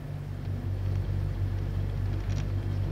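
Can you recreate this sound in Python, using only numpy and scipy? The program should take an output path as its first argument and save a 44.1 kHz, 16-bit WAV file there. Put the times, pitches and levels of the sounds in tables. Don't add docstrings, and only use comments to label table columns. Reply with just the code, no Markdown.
import sys
import numpy as np
from scipy import signal
from scipy.io import wavfile

SR = 44100
rng = np.random.default_rng(int(sys.argv[2]) if len(sys.argv) > 2 else 0)


def wrap_up_sound(samples):
    columns = np.atleast_2d(samples).T
    tamed = np.clip(columns, -1, 1)
    steps = np.round(tamed * 32767).astype(np.int16)
    wavfile.write(sys.argv[1], SR, steps)


N = 128331


def engine():
    # t/s, f/Hz
    firing = [(0, 48.6), (.4, 48.2), (.7, 47.8), (1.5, 47.8), (1.9, 48.2), (2.2, 48.5), (2.7, 48.6),
              (2.91, 48.2)]
    # t/s, level/dB
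    load = [(0.03, -46.5), (0.09, -50), (0.17, -45), (0.92, -35.5), (2.47, -34), (2.54, -37), (2.61, -38),
            (2.78, -37), (2.85, -33), (2.88, -36)]
    boom = [(0.03, -47), (0.07, -51), (0.13, -36), (0.26, -42), (0.3, -35), (0.42, -39.5), (0.5, -29.5),
            (0.57, -32.5), (0.62, -45), (0.66, -31.5), (0.72, -29.5), (0.78, -33.5), (0.86, -28.5),
            (1.01, -29), (1.05, -48), (1.089, -29), (1.31, -31.5), (1.35, -39.5), (1.43, -25.5),
            (1.5, -35.5), (1.53, -29.5), (1.75, -35), (1.77, -28), (1.97, -36.5), (2.02, -29), (2.2, -32),
            (2.24, -45), (2.29, -28.5), (2.48, -36), (2.57, -27), (2.62, -37.5), (2.66, -29), (2.86, -30.5),
            (2.88, -39)]
    third = [(0.03, -41.5), (0.16, -38), (0.55, -41), (0.79, -47), (0.89, -40.5), (1.32, -36), (1.36, -61),
             (1.43, -39), (1.52, -61), (1.63, -40), (1.74, -47.5), (1.78, -37), (1.93, -48), (1.97, -37),
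             (2.02, -48.5), (2.08, -42), (2.18, -39.5), (2.21, -49), (2.26, -48), (2.36, -38),
             (2.47, -38.5), (2.5, -53), (2.53, -43), (2.59, -55), (2.7, -36), (2.78, -40), (2.88, -38)]
    fifth = [(0.03, -58), (0.5, -49.5), (0.58, -42), (0.68, -47.5), (0.76, -58), (1.07, -72), (1.93, -62),
             (2.12, -44), (2.16, -75), (2.36, -46), (2.75, -54), (2.88, -52)]
    seventh = [(0.03, -55.5), (0.19, -80), (0.92, -56), (1.84, -51), (2.1, -74), (2.16, -48.5),
               (2.2, -51.5), (2.7, -48), (2.8, -72), (2.88, -45.5)]
    # multiple of the firing rate, level/dB at mean load
    geared = [(4, -61), (9.35, -61), (11, -63.5)]
    jitter_rad, jitter_hz = .08, 10
    firing_phase = 2 * np.pi * np.cumsum(in_time(firing)) / SR
    out = 0
    for multiple, level in [(1, load), (2, boom), (3, third), (5, fifth), (7, seventh)]:
        jitter = (multiple - 1) * jitter_rad * drift(jitter_hz)
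        out -= from_db(in_time(level)) * np.sin(multiple * firing_phase + jitter)
    load_db = in_time(load)
    for multiple, db in geared:
        waver_db = load_db - load_db.mean() + 2.5 * drift(10.3)
        phase = multiple * (firing_phase + jitter_rad / 2 * drift(jitter_hz))
        out += from_db(db + waver_db) * np.sin(phase + rng.uniform(0, 2 * np.pi))
    return np.sqrt(2) * out


def road():
    # t/s, level/dB
    roar_level = [(0.03, -48.5), (0.69, -47.5), (0.97, -45.5), (2.88, -44.5)]
    # f/Hz, relative density level/dB
    spectrum = [(35, 17.5), (50, -24), (65, 1.5), (85, -3.5), (115, 7), (170, -2), (260, -6), (420, -10),
                (700, -14), (1000, -20), (1700, -23), (2600, -30.5), (3400, -33), (4200, -32.5),
                (5300, -35.5), (6300, -45), (7500, -31)]
    # f/Hz, bandwidth/Hz, level/dB at mean roar
    panel_modes = [(262, 28, -55), (725.5, 22, -67.5), (1740, 28, -68), (1930, 25, -72), (2330, 57, -88),
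                   (3184, 85, -70.5)]
    level_db = in_time(roar_level)
    panels = sum(from_db(db + 2.5 * drift(11.6)) * hum(hz, width) for hz, width, db in panel_modes)
    roar = from_db(level_db + 5.5) * banded_noise(spectrum, flicker_db=1)
    return roar + from_db(level_db - level_db.mean()) * panels


def joint_thud():
    start_s, mode_hz, level_db, t60_s, rise_s = 2.125, 320, -32, .3, .02
    t = np.clip(np.arange(N) / SR - start_s, 0, None)
    envelope = from_db(level_db - 60 * t / t60_s) * (1 - np.exp(-t / rise_s))
    return envelope * np.sin(2 * np.pi * mode_hz * t)


def trim_ticks():
    # t/s, dull level/dB, middle and bright level/dB relative to dull
    ticks = [(0.4495, -47, 6, -6.5), (0.456, -50, 4, -4), (0.782, -45, -14, -12), (0.859, -42, -9, -6),
             (0.8677, -56, -7, -3), (0.9542, -42, -6, 9.5), (1.0494, -45, -12, -12),
             (1.5854, -43.5, 0, 6.5), (1.896, -44.5, -1, 0), (1.9734, -47.5, 0, 7), (2.0565, -44, 0, 0),
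             (2.1286, -42.5, 0, 5), (2.137, -46.5, -3, -5), (2.2037, -44.5, 0, 13),
             (2.237, -38.5, -12, -13), (2.296, -42, -8, 11), (2.3052, -45.5, 7, 16), (2.32, -38, 1, 13.5),
             (2.3274, -45.5, 3, 13), (2.3604, -46, 7, 20), (2.3703, -41.5, 2, 15), (2.3817, -39, 7, 18.5),
             (2.3997, -34.5, -7, 11), (2.408, -49, 0, 9), (2.499, -44.5, -4, -9), (2.6278, -44, -7, -11)]
    # f/Hz, gain/dB, T60/s
    bright_modes = [(5450, -25, .007), (5730, -20, .010), (6700, -26, .007)]
    middle_modes = [(3900, -4, .01), (4400, -6, .008), (5000, -6, .008)]
    dull_modes = [(1300, -6, .008), (1690, -4, .012), (2200, -3, .01), (2450, -3, .01), (2800, -6, .007),
                  (3300, -4, .01)]
    scuff_rise_s, scuff_decay_s, top_hz = .0004, .0045, 7800
    times, dull_db, middle_db, bright_db = np.transpose(ticks)
    onsets = (times * SR).astype(int)
    clicks, scuffs = np.zeros(N), np.zeros((2, N))
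    clicks[onsets] = from_db(dull_db + bright_db)
    scuffs[:, onsets] = from_db([dull_db + middle_db, dull_db]) / np.sqrt(scuff_decay_s * SR / 2)
    out = 0
    for hz, db, t60 in bright_modes:
        unit_peak = 2 * np.e * np.log(1000) / (t60 * SR)
        out += from_db(db) * unit_peak * ring(ring(clicks, hz, t60), hz, t60)
    rise, fall = np.exp(-1 / (scuff_rise_s * SR)), np.exp(-1 / (scuff_decay_s * SR))
    envelopes = signal.lfilter([1 - rise], np.convolve([1, -rise], [1, -fall]), scuffs + 1e-18)
    for modes, envelope in zip([middle_modes, dull_modes], envelopes):
        for hz, db, t60 in modes:
            out += from_db(db) * ring(envelope * rng.choice([-1, 1], N), hz, t60)
    return signal.sosfilt(signal.butter(6, top_hz, fs=SR, output="sos"), out)


def floor_drumming():
    # t/s, level/dB
    level = [(0, -62), (.5, -52), (.65, -51.5), (1.0, -52), (2.0, -66), (2.15, -46), (2.3, -64), (2.7, -60),
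             (2.91, -44)]
    return from_db(in_time(level)) * rms_one(band_pass(rng.standard_normal(N), 201, 410))


def tyre_hiss():
    # t/s, level/dB
    level = [(0, -62.5), (.8, -65.5), (1.6, -62), (2.0, -64.5), (2.3, -56), (2.6, -65.5), (2.91, -58)]
    return from_db(in_time(level)) * rms_one(band_pass(rng.standard_normal(N), 1200, 2620))


def trim_squeaks():
    # onset t/s, duration/s, f/Hz, bandwidth/Hz, level/dB
    squeaks = [(.7, 0.54, 4440, 120, -69), (1.792, 0.039, 3240, 150, -66), (1.92, 0.025, 4630, 200, -68),
               (2.72, 0.066, 5300, 300, -61), (2.822, 0.026, 3170, 150, -58)]
    t = np.arange(N) / SR
    out = 0
    for start, length, hz, width, db in squeaks:
        fade = np.sin(np.pi * np.clip((t - start) / length, 0, 1))
        stutter_db = 3 * drift(32)
        out += from_db(db + stutter_db) * fade * hum(hz, width)
    return out


def electronics():
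    # f/Hz, bandwidth/Hz, level/dB
    lines = [(14874, 14, -86), (14933, 8, -89)]
    whine = sum(from_db(db) * hum(hz, width) for hz, width, db in lines)
    return from_db(-68) * banded_noise([(1000, 0), (16000, 0)], flicker_db=1.4) + whine


def banded_noise(spectrum, flicker_db):
    out, common_drift = 0, drift(12)
    edges = 22 * 2 ** np.arange(0, 9.7, 1 / 3)
    white = rng.standard_normal((2, N + SR // 4))
    hz, db = np.transpose(spectrum)
    beyond_db = db[-1] - 20 if db[-1] < -20 else db[-1]
    for k, (low, high) in enumerate(zip(edges, edges[1:])):
        band = band_pass(white[k % 2], low, high)[-N:]
        level_db = np.interp(np.log(low * high) / 2, np.log(hz), db, left=-80, right=beyond_db)
        out += from_db(level_db + flicker_db * (0.5 * common_drift + drift(15.5))) * band
    return rms_one(out)


def hum(hz, width_hz):
    return rms_one(ring(rng.standard_normal(N), hz, np.log(1000) / (np.pi * width_hz)))


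def ring(x, hz, t60):
    r, w = from_db(-60 / (t60 * SR)), 2 * np.pi * hz / SR
    return signal.lfilter([0, np.sin(w)], [1, -2 * r * np.cos(w), r * r], x + 1e-18)


def band_pass(x, low_hz, high_hz):
    return signal.sosfilt(signal.butter(2, [low_hz, high_hz], "band", fs=SR, output="sos"), x)


def drift(corner_hz):
    step, settling = 40, 2000
    r = np.exp(-2 * np.pi * corner_hz * step / SR)
    white = rng.standard_normal(N // step + settling + 2)
    slow = signal.lfilter([1], [1, -2 * r, r * r], white)[settling:]
    return np.interp(np.arange(N) / step, np.arange(len(slow)), rms_one(slow))


def in_time(rows):
    times, values = np.transpose(rows)
    return np.interp(np.arange(N) / SR, times, values)


def from_db(db):
    return 10 ** (np.asarray(db) / 20)


def rms_one(x):
    return x / np.sqrt(np.mean(x ** 2) + 1e-20)


def scene():
    driving = engine() + road() + tyre_hiss() + floor_drumming() + joint_thud()
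    return (driving + trim_ticks() + trim_squeaks() + electronics())[None, :]


def record(dry):
    low_hz, high_hz = 36, 15700
    dry = signal.sosfilt(signal.butter(4, low_hz, "high", fs=SR, output="sos"), dry)
    return signal.sosfilt(signal.ellip(14, .5, 60, high_hz, fs=SR, output="sos"), dry)


dry = scene()
out = record(dry)
wrap_up_sound(out)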